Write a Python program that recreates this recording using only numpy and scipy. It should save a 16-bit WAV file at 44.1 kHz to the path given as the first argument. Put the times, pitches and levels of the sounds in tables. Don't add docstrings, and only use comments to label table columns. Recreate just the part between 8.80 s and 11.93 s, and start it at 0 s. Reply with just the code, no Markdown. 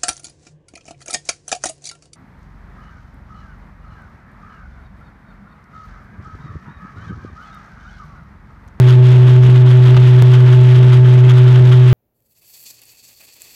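import sys
import numpy as np
from scipy import signal
from scipy.io import wavfile
from scipy.ndimage import uniform_filter1d

SR = 44100
rng = np.random.default_rng(int(sys.argv[2]) if len(sys.argv) > 2 else 0)


def wav_record(signal):
    frames = np.transpose(np.atleast_2d(signal))
    bounded = np.clip(frames, -1, 1)
    quanta = np.round(bounded * 32767).astype(np.int16)
    wavfile.write(sys.argv[1], SR, quanta)


def decibels_to_gain(level_db):
    exponent = np.asarray(level_db, float) / 20
    return 10 ** exponent


N = 138033


def evened(x):
    return x / np.sqrt(np.mean(x ** 2) + 1e-20)


def resonate(x, hz, width):
    turn = np.exp(2j * np.pi * hz * np.arange(len(x)) / SR)
    r = np.exp(-np.pi * width / SR)
    return 2 * (turn * signal.lfilter([1 - r], [1, -r], x / turn)).real


def struck(start_s, rise_s, t60_s):
    t = np.maximum(np.arange(N) / SR - start_s, 0)
    decay = decibels_to_gain(-60 * np.minimum(t / t60_s, 3))
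    return np.minimum(t / rise_s, 1) * decay


def drone():
    drone_hz, first_rise_s, drone_db = 125.495, .00098, .55
    wobble_hz, wobble_db = 30, -27
    t = np.arange(N) / SR - first_rise_s
    tone = np.sin(2 * np.pi * drone_hz * t)
    air = resonate(rng.standard_normal(N), drone_hz, wobble_hz)
    air = resonate(air, drone_hz, wobble_hz)
    return decibels_to_gain(drone_db) * tone + decibels_to_gain(wobble_db) * evened(air)


def knocks():
    # peak_s, peak_db
    blow_table = [(.075, -24.5), (0.093, -29), (0.259, -32.5), (0.311, -37.5), (.425, -30.5), (0.472, -26),
                  (.66, -38), (0.751, -32.5), (.865, -26.5), (.91, -28.5), (1.053, -24.5), (1.083, -31.5),
                  (1.271, -28.5), (1.384, -32), (1.535, -20.5), (1.684, -28), (1.718, -24), (1.849, -35),
                  (1.903, -31), (1.95, -25.5), (2.075, -32), (2.125, -21.5), (2.285, -31), (2.325, -31.5),
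                  (2.49, -21), (2.574, -24.5), (2.675, -27), (2.747, -25), (2.918, -20.5), (3.083, -25.5)]
    # centre_hz, width_hz, level_db
    frame_modes = [(970, 100, -17.5), (1347, 570, 10.5), (2060, 1200, -11), (3140, 710, 9)]
    knock_rise_s, knock_t60_s, knock_db = .016, .18, 1.5
    clank_s, clank_db, clank_t60_s = 1.1665, -17.5, .045
    thump_hz, thump_db, thump_t60_s = 180, -19, .12

    rattle = rng.standard_normal(N)
    ringing = sum(decibels_to_gain(db) * evened(resonate(rattle, hz, width)) for hz, width, db in frame_modes)
    blows = sum(decibels_to_gain(db + knock_db) * struck(s - knock_rise_s / 2, knock_rise_s, knock_t60_s)
                for s, db in blow_table)
    clank = decibels_to_gain(clank_db) * struck(clank_s, .0006, clank_t60_s)
    thump_tone = np.sin(2 * np.pi * thump_hz * (np.arange(N) / SR - clank_s))
    thump = decibels_to_gain(thump_db) * struck(clank_s, .003, thump_t60_s) * thump_tone
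    return evened(ringing) * (blows + clank) + thump


def whirr():
    # pitch_hz, level_db (per Hz)
    spectrum = [(30, -14), (110, 7.5), (180, 4.5), (320, 0), (650, -17), (1400, -14.5), (2400, -19.5),
                (3350, -16.5)]
    # centre_s, change_db
    lulls = [(.165, -7), (.205, -8), (.395, 1), (.6, -13.5), (.8, -7), (.845, -8), (0.999, -1.5),
             (1.224, -2.5), (1.62, -1), (2.215, -11), (2.42, -5), (2.821, -5), (3.04, -0.5)]
    lull_s = 0.016
    folds_per_s, fold_crest_s, fold_db = 4.95, 0.066, .8
    whirr_db, patchy_db, flicker_db = -22.5, 1.5, .7

    frames, hz = N // 256 + 5, np.fft.rfftfreq(1024, 1 / SR)
    t = np.arange(frames) * 256 / SR
    real, imaginary, patches = rng.standard_normal((frames, 513, 3)).T
    patches = uniform_filter1d(patches, size=12, axis=0)
    patches = evened(uniform_filter1d(patches, size=8, axis=1))
    flicker = evened(uniform_filter1d(rng.standard_normal(frames), size=3))
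    fold = np.cos(2 * np.pi * folds_per_s * (t - fold_crest_s))
    slack = sum(db * np.exp(-((t - s) / lull_s) ** 2) for s, db in lulls)

    pitch_hz, level_db = np.transpose(spectrum)
    steady_db = np.interp(np.log(hz + 1), np.log(pitch_hz + 1), level_db)[:, None]
    treble_share = (hz / (hz + 700))[:, None]
    moving_db = treble_share * (flicker_db * flicker + fold_db * fold + slack)
    z = (real + 1j * imaginary) * decibels_to_gain(steady_db + patchy_db * patches + moving_db)
    z = z * (hz < 5000)[:, None]
    noise = signal.istft(z, nperseg=1024, noverlap=768)[1][:N]
    return decibels_to_gain(whirr_db) * evened(noise)


def scene():
    return (drone() + knocks() + whirr())[None]


def microphone(pressure):
    return signal.sosfiltfilt(signal.butter(7, 3685, fs=SR, output="sos"), pressure)


def limiter(x):
    split_hz, look_ahead_s = 700, .00115
    hold_level, hold_width, chatter, nerves = .77, .045, 2.8, 3.0
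    squash_to, squash_gain = .9, .845
    headroom, crest_lift, rail = .78, 1.0, .707
    duck_s, duck_length_s, duck_db, duck_grip = 1.1725, .004, -4.0, .45

    n = np.arange(N)
    bass = signal.sosfiltfilt(signal.butter(3, split_hz, fs=SR, output="sos"), x)
    treble = x - bass
    busy = uniform_filter1d(abs(treble), size=200)
    duck = np.exp(-((n / SR - duck_s) / duck_length_s) ** 4)

    ahead = abs(np.interp(n + look_ahead_s * SR, n, bass))
    ahead = ahead - chatter * treble * np.sign(bass)
    ahead = ahead + nerves * (busy - busy.mean()) + duck_grip * duck
    hold = uniform_filter1d(.5 + .5 * np.tanh((ahead - hold_level) / hold_width), size=5)

    squashed = squash_gain * decibels_to_gain(duck_db * duck) * squash_to * np.tanh(bass / squash_to)
    held = hold * squashed + (1 - hold) * np.clip(bass, -headroom, headroom)
    crest = np.minimum(abs(held) / rail, 1) ** 6
    return np.clip(held + treble * (1 + crest_lift * crest), -rail, rail)


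def stitch(x):
    stitch_s, step_back_s = 1.4233, .00072
    n = np.arange(N)
    return x[n - (n > stitch_s * SR) * round(step_back_s * SR)]


def roll_off(x):
    return signal.sosfilt(signal.butter(12, 15900, fs=SR, output="sos"), x)


def record(dry):
    limited = limiter(microphone(dry[0]))
    return roll_off(stitch(limited)[None])


dry = scene()
out = record(dry)
wav_record(out)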